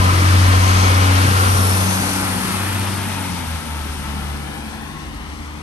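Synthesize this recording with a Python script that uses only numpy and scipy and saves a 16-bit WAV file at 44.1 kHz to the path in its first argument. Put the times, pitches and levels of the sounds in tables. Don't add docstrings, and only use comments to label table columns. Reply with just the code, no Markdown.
import sys
import numpy as np
from scipy import signal
from scipy.fft import rfft, irfft, next_fast_len
from scipy.io import wavfile
from scipy.ndimage import map_coordinates

SR = 44100
rng = np.random.default_rng(int(sys.argv[2]) if len(sys.argv) > 2 else 0)


def digitize_waveform(pressure):
    field = np.atleast_2d(pressure).T
    bounded = np.clip(field, -1, 1)
    quanta = np.round(bounded * 32767).astype(np.int16)
    wavfile.write(sys.argv[1], SR, quanta)


N = 247842
TIME_S = np.arange(N) / SR
SIZE = next_fast_len(N)
HZ = np.maximum(np.arange(SIZE // 2 + 1) * SR / SIZE, 1)


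def from_db(db):
    return 10 ** (np.asarray(db) / 20)


def rms_one(x):
    return x / np.sqrt(np.mean(x ** 2) + 1e-20)


def in_time(rows):
    s, *columns = np.transpose(rows)
    return [np.interp(TIME_S, s, column) for column in columns]


def passes(loudest_s, lasting_s):
    return np.exp(-.5 * ((TIME_S - loudest_s) / lasting_s) ** 2)


def drift(rate_hz):
    step, run_in = 40, 2000
    r = np.exp(-2 * np.pi * rate_hz * step / SR)
    coarse = rng.standard_normal(N // step + 2 + run_in)
    slow = rms_one(signal.lfilter([1], [1, -2 * r, r * r], coarse)[run_in:])
    return np.interp(np.arange(N) / step, np.arange(len(slow)), slow)


def resonate(x, hz, width_hz):
    r = np.exp(-np.pi * width_hz / SR)
    top = (1 - r * r) / 2
    return signal.lfilter([top, 0, -top], [1, -2 * r * np.cos(2 * np.pi * hz / SR), r * r], x)


def swelling_ring(noise, hz, width_hz, ring_db, loudest_s, lasting_s):
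    out = np.zeros_like(noise)
    start = max(int((loudest_s - 4 * lasting_s) * SR), 0)
    heard = slice(start, int((loudest_s + 4 * lasting_s) * SR))
    once = resonate(noise[:, heard], hz, width_hz)
    ring = rms_one(resonate(once, hz, width_hz))
    out[:, heard] = ring * from_db(ring_db) * passes(loudest_s, lasting_s)[heard]
    return out


def port_noise(colour, flicker_db, rate_hz):
    hz, level_db = np.transpose(colour)
    gain = from_db(np.interp(np.log(HZ), np.log(hz), level_db, -90, -90))
    pair = irfft(gain * rfft(rng.standard_normal((2, SIZE))), SIZE)[:, :N]
    return rms_one(pair) * from_db(flicker_db * drift(rate_hz))


SHIFT_S, SHIFT_SPREAD_S = 3.12, 0.41


def gear_change():
    age = np.maximum(TIME_S - SHIFT_S, 0)
    return 1 - np.exp(-(age / SHIFT_SPREAD_S) ** 1.502)


def firing_rate():
    lower = 91.0 + 1.6 * TIME_S
    higher = 70.5 + 1.8 * (TIME_S - SHIFT_S)
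    return lower + gear_change() * (higher - lower)


def deep_noise():
    # t/s, level/dB
    deep_level = [(0.0, -27), (0.39, -32), (1.17, -32), (1.55, -32), (1.6, -37), (3.11, -46), (5.6, -41),
                  (5.62, -44)]
    # f/Hz, level/dB per Hz
    deep_colour = [(15, -22), (28, -15), (45, -1), (60, 0), (85, -8)]
    level_db, = in_time(deep_level)
    return from_db(level_db) * port_noise(deep_colour, flicker_db=3, rate_hz=1.5)


def rumble(roar_db):
    # f/Hz, level/dB per Hz
    early_colour = [(50, -19), (75, -1), (95, -8), (115, 0), (135, -4), (170, -0.5), (230, 0.5), (310, -1),
                    (380, -7.5), (500, -22)]
    # f/Hz, level/dB per Hz
    late_colour = [(50, -17), (75, -2), (110, -2), (135, -4), (170, -1), (230, 1.5), (310, -3.5), (380, -7),
                   (500, -15)]
    level_db = -26 + 0.69 * (roar_db + 19)
    changed = gear_change()
    early = np.sqrt(1 - changed) * port_noise(early_colour, flicker_db=0.5, rate_hz=22.0)
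    late = np.sqrt(changed) * port_noise(late_colour, flicker_db=1.5, rate_hz=9.3)
    return from_db(level_db) * (early + late)


def panel_drumming(level_db):
    # f/Hz, level/dB per Hz
    panel_colour = [(280, -25), (400, -6.5), (500, -3), (650, -8), (800, -2.5), (1100, -3.5)]
    return from_db(level_db) * port_noise(panel_colour, flicker_db=0.3, rate_hz=2.1)


def air_hiss(level_db):
    # f/Hz, level/dB per Hz
    hiss_colour = [(4000, -10), (5800, -10.5), (6700, -10.5), (7100, -10), (8300, -12), (9200, -3),
                   (10600, -1), (11500, -7.5), (12300, -0.5), (12900, -28), (13500, -52)]
    return from_db(level_db) * port_noise(hiss_colour, flicker_db=0.68, rate_hz=42.0)


def block_clatter(level_db, phase):
    # f/Hz, level/dB per Hz
    clatter_colour = [(1500, -18), (2500, -6), (3500, -8.5), (4500, -2.5), (6000, -3.5), (6700, -8.5),
                      (7050, -10.5), (8300, -10.5), (9500, -46)]
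    # f/Hz, width/Hz, level/dB against the clatter, loudest at t/s, lasting/s
    vents = [(6430, 490, -9.5, 0.78, 0.13), (6000, 490, -16, 1.02, 0.045), (5800, 600, -6, 1.55, 0.068),
             (5450, 460, -7, 1.66, 0.07), (6150, 1400, -7, 1.89, .1), (6100, 600, -18, 2.1, 0.055),
             (5960, 600, -12, 3.1, 0.037)]
    knock = 1 + 0.052 * np.sin(phase / 2)
    block = knock * port_noise(clatter_colour, flicker_db=1.0, rate_hz=6.9)
    swells = sum(swelling_ring(block, *vent) for vent in vents)
    return from_db(level_db) * (block + swells)


def thuds():
    # t/s, level/dB, f/Hz
    blows = [(1.243, -14, 125), (1.529, -19, 128), (2.439, -23, 112)]
    ring_t60_s, puff_t60_s, rise_s = 0.5, .15, .005
    upper_ratio, upper_db = 1.55, -7
    out = np.zeros(N)
    low_noise = resonate(rng.standard_normal(N), 220, 260)
    puff_noise = rms_one(resonate(low_noise, 220, 260))
    for start_s, level_db, hz in blows:
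        age = np.maximum(TIME_S - start_s, 0)
        turn = 2 * np.pi * hz * age
        modes = np.sin(turn) + from_db(upper_db) * np.sin(upper_ratio * turn)
        ring = modes * from_db(-60 * age / ring_t60_s)
        puff = .7 * puff_noise * from_db(-60 * age / puff_t60_s)
        onset = 1 - np.exp(-age / rise_s)
        out += onset * from_db(level_db) * (ring + puff)
    return out


def rails(roar_db):
    # f/Hz, level/dB per Hz
    roar_colour = [(500, -14.5), (750, -8.5), (1000, -7.5), (1300, -5), (1600, -8.5), (2200, -10.5),
                   (3000, -13.5), (4500, -20.5)]
    # f/Hz, width/Hz, level/dB against the roar, loudest at t/s, lasting/s
    resonances = [(1018, 62, -4, 0.074, 0.079), (1034, 160, -6, 0.6, 0.18), (1200, 320, -8.5, 0.15, 0.18),
                  (1230, 410, -10, 0.77, 0.17), (2200, 410, -15, 0.86, 0.23), (1090, 340, -6.5, 1.49, 0.19),
                  (1350, 260, -6, 1.47, 0.15), (1540, 80, -13, 2.12, 0.13), (828, 120, -11, 2.19, .08),
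                  (1260, 440, -25, 2.4, 0.11), (870, 150, -11, 2.77, 0.22), (870, 240, -8.5, 3.28, 0.17),
                  (1620, 880, -18, 0.25, 0.61), (890, 120, -8.5, 3.77, 0.11), (886, 43, -10, 4.14, 0.11),
                  (800, 170, -11, 4.62, 0.21), (2500, 380, -18, 2.7, 0.1), (3100, 570, -23, 0.9, 0.16),
                  (2127, 82, -14, 3.32, 0.12), (1310, 150, -15, 3.7, 0.22), (1330, 98, -10, 4.15, 0.088),
                  (1340, 90, -20, 4.7, 0.12), (1720, 98, -15, 4.4, 0.26), (1560, 380, -19, 1.3, 0.23),
                  (3420, 2000, -15.5, 3.6, 1), (1073, 58, -8, 5.0, 0.08), (1350, 90, -24, 5.1, 0.22),
                  (770, 87, -6, 6.5, .08), (2940, 150, -14, 4.23, .08), (497, 21, -8, 4.59, 0.14)]
    chance_count, lowest_hz, highest_hz = 60, 900, 3800
    roar = port_noise(roar_colour, flicker_db=0.5, rate_hz=8.1)
    rings = list(resonances)
    for pitch, size, when in rng.random((chance_count, 3)):
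        hz = lowest_hz * (highest_hz / lowest_hz) ** pitch
        ring_db = -21 - 5 * pitch + 4 * size
        rings.append((hz, .05 * hz, ring_db, when * N / SR, .09))
    out = roar
    for ring in rings:
        out = out + swelling_ring(roar, *ring)
    return from_db(roar_db) * out


def platform_echo(x):
    age = np.maximum(TIME_S - 4.1, 0)
    first_peak_hz = 612 + 343 * age
    read = np.arange(N) - SR / first_peak_hz
    share = .3 * np.minimum(age / .4, 1)
    late = np.array([map_coordinates(channel, [read], order=3, mode="mirror") for channel in x])
    return (x + share * late) / np.sqrt(1 + share ** 2)


def exhaust():
    # t/s, then rms level/dB of the firing tone and its multiples 2, 3 and 4
    drone_levels = [(0.0, -13, -22.5, -31, -50), (0.16, -14.5, -31.5, -35, -34),
                    (0.35, -10.5, -30.5, -36, -46), (0.5, -11, -33.5, -25.5, -55),
                    (0.68, -13, -27, -33, -41), (0.95, -13, -29, -32.5, -46),
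                    (1.14, -13, -30.5, -24.5, -54), (1.3, -15.5, -29.5, -31, -39),
                    (1.45, -15, -31, -47, -34.5), (1.68, -15.5, -28, -36, -55),
                    (1.86, -19.5, -22.5, -47, -43), (2.0, -25, -25.5, -29, -50),
                    (2.12, -28.5, -28.5, -30.5, -46), (2.32, -26, -28, -35, -43),
                    (2.45, -35, -24, -44, -43), (2.57, -26, -29.5, -50, -44),
                    (2.76, -22.5, -35.5, -36.5, -48), (2.92, -25.5, -29.5, -40, -45),
                    (3.1, -27.5, -32.5, -40, -47), (3.22, -29, -31.5, -36.5, -45),
                    (3.33, -29, -29, -33.5, -53), (3.45, -28.5, -35, -40.5, -54),
                    (3.55, -23.5, -36, -34, -60), (3.64, -40, -37, -36, -52), (3.72, -26.5, -40, -40, -52),
                    (3.85, -27, -41.5, -40.5, -51), (4.06, -28.5, -37, -40, -53),
                    (4.34, -27, -34.5, -49, -43), (4.55, -38, -38, -36, -45), (4.68, -33, -44, -39, -40),
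                    (4.8, -40, -44, -34, -46), (4.95, -37, -36.5, -42.5, -50), (5.15, -38, -48, -43, -39.5),
                    (5.28, -34, -47, -42, -45.5), (5.42, -32, -53, -43, -39.5), (5.62, -38, -38, -45, -43)]
    # whole or half multiple of the six-firing cycle rate, level/dB, loudest at t/s, lasting/s
    uneven_tones = [(4, -50, 5, 0.59), (7, -41, 2.1, 0.75), (7, -31, 2.84, .12), (9, -31.5, 0.12, 0.32),
                    (9, -38, 3.08, 0.14), (11, -38, 2.44, 0.16), (14, -48, 2.06, 0.17),
                    (14, -34, 2.86, 0.29), (16, -40, 0.91, .12), (16, -31.5, 1.6, 0.17),
                    (16, -33.5, 2.34, 0.19), (16, -40.5, 4.25, 0.42), (17, -36.5, 4.14, 0.13),
                    (17, -43, 4.55, 0.14), (20.5, -29.5, 0.24, 0.12), (22, -38, 2.18, 0.18),
                    (22, -39.5, 2.87, 0.1), (27, -44.5, 4.5, 0.32), (27, -39.5, 5, 0.066)]
    pipe_lag_rad, pipe_wander_rad = 1.3, .3
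    phase = 2 * np.pi * np.cumsum(firing_rate()) / SR
    drone = np.zeros(N)
    for k, level_db in enumerate(in_time(drone_levels)):
        lag = k * k * pipe_lag_rad - k * pipe_wander_rad * drift(1.0)
        drone += np.sqrt(2) * from_db(level_db) * np.sin((k + 1) * phase - lag)
    for multiple, level_db, loudest_s, lasting_s in uneven_tones:
        wavering_db = level_db + 0.81 * drift(3.0)
        gain = np.sqrt(2) * from_db(wavering_db) * passes(loudest_s, lasting_s)
        turn = multiple * phase / 6
        drone += gain * np.sin(turn + .5 * drift(2.1) + rng.uniform(0, 2 * np.pi))
    return drone, phase


def ports(pair):
    # t/s, lag of the left port/ms
    bearing = [(0, 0.29), (1.4, 0.31), (2.25, 0.13), (2.75, 0.081), (3.15, -0.074), (4.05, -0.12),
               (5.62, -0.25)]
    # f/Hz, lead/turns, likeness 0-1 abeam, from behind, shading/dB abeam, from behind
    port_response = [(20, 0, .92, .92, -.5, -.5), (95, -.05, .99, .99, 1.2, .5),
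                     (190, -.1, .82, .85, 2.5, 2), (320, -.1, .78, .82, 2.5, 2), (500, -.1, .4, .4, 8, 7),
                     (750, .16, .87, .6, 5.5, 11), (1200, .03, .7, .35, 3, 6.5), (2300, 0, .42, .6, 3, 2.5),
                     (3500, 0, .35, .35, 3, 8.5), (5900, -.2, .3, .25, 12, 18), (6800, .25, .3, .3, 11, 13),
                     (7100, .6, .4, .55, 5, 10), (8300, 1.03, .45, .97, 6, 1.5),
                     (8900, 1.06, .8, .92, 1, .5), (9800, 1.47, 1, 1, 0, 0), (10350, 1.53, 1, 1, 0, 0),
                     (11500, 1.92, .8, .8, 0, 0), (11800, 2, 1, 1, 0, 0)]
    abeam_ms, behind_ms = .31, -.17
    bearing_top_hz = 5400
    lag_ms, = in_time(bearing)
    behind = np.clip((abeam_ms - lag_ms) / (abeam_ms - behind_ms), 0, 1)
    hz, turns, *sides = np.transpose(port_response)
    direct, scattered = rfft(pair, SIZE)
    low = irfft(direct * (HZ < bearing_top_hz), SIZE)[:N]
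    read = np.arange(N) + lag_ms * SR / 1000
    shifted = map_coordinates(low, [read], order=3, mode="mirror")
    lead = np.exp(2j * np.pi * np.interp(HZ, hz, turns))
    direct = rfft(pair[0] - low + shifted, SIZE) * lead
    right = 0
    for share, likeness, shade_db in zip((1 - behind, behind), sides[:2], sides[2:]):
        alike = np.clip(np.interp(HZ, hz, likeness), 0, 1)
        mixed = alike * direct + np.sqrt(1 - alike ** 2) * scattered
        heard = mixed * from_db(-np.interp(HZ, hz, shade_db))
        right = right + share * irfft(heard, SIZE)[:N]
    return np.array([pair[0], right])


def scene():
    # t/s, rail roar/dB, block clatter/dB, air hiss/dB, panel drumming/dB
    passing_levels = [(0.0, -20.5, -28, -28.5, -24.5), (0.41, -19.5, -24.5, -28, -27),
                      (0.89, -20, -24, -28, -22.5), (1.2, -19.5, -26.5, -26, -24),
                      (1.65, -21.5, -28, -22, -23.5), (2.14, -24, -27, -25, -28),
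                      (2.6, -24, -31.5, -27, -32), (3.66, -30.5, -36.5, -35, -38),
                      (4.5, -32, -40.5, -39.5, -38), (5.1, -34.5, -43, -46, -42.5),
                      (5.62, -36.5, -43.5, -48, -41)]
    roar_db, clatter_db, hiss_db, panels_db = in_time(passing_levels)
    drone, phase = exhaust()
    background = deep_noise() + rumble(roar_db) + panel_drumming(panels_db)
    power_unit = air_hiss(hiss_db) + block_clatter(clatter_db, phase)
    wheels = platform_echo(rails(roar_db))
    direct_only = (drone + thuds()) * np.array([[1], [0]])
    return ports(background + power_unit + wheels + direct_only)


def record(dry):
    rounded = dry / (1 + (dry / .9) ** 8) ** (1 / 8)
    low_pass = signal.cheby2(12, 70, 13400, fs=SR, output="sos")
    return signal.sosfilt(low_pass, rounded)


dry = scene()
out = record(dry)
digitize_waveform(out)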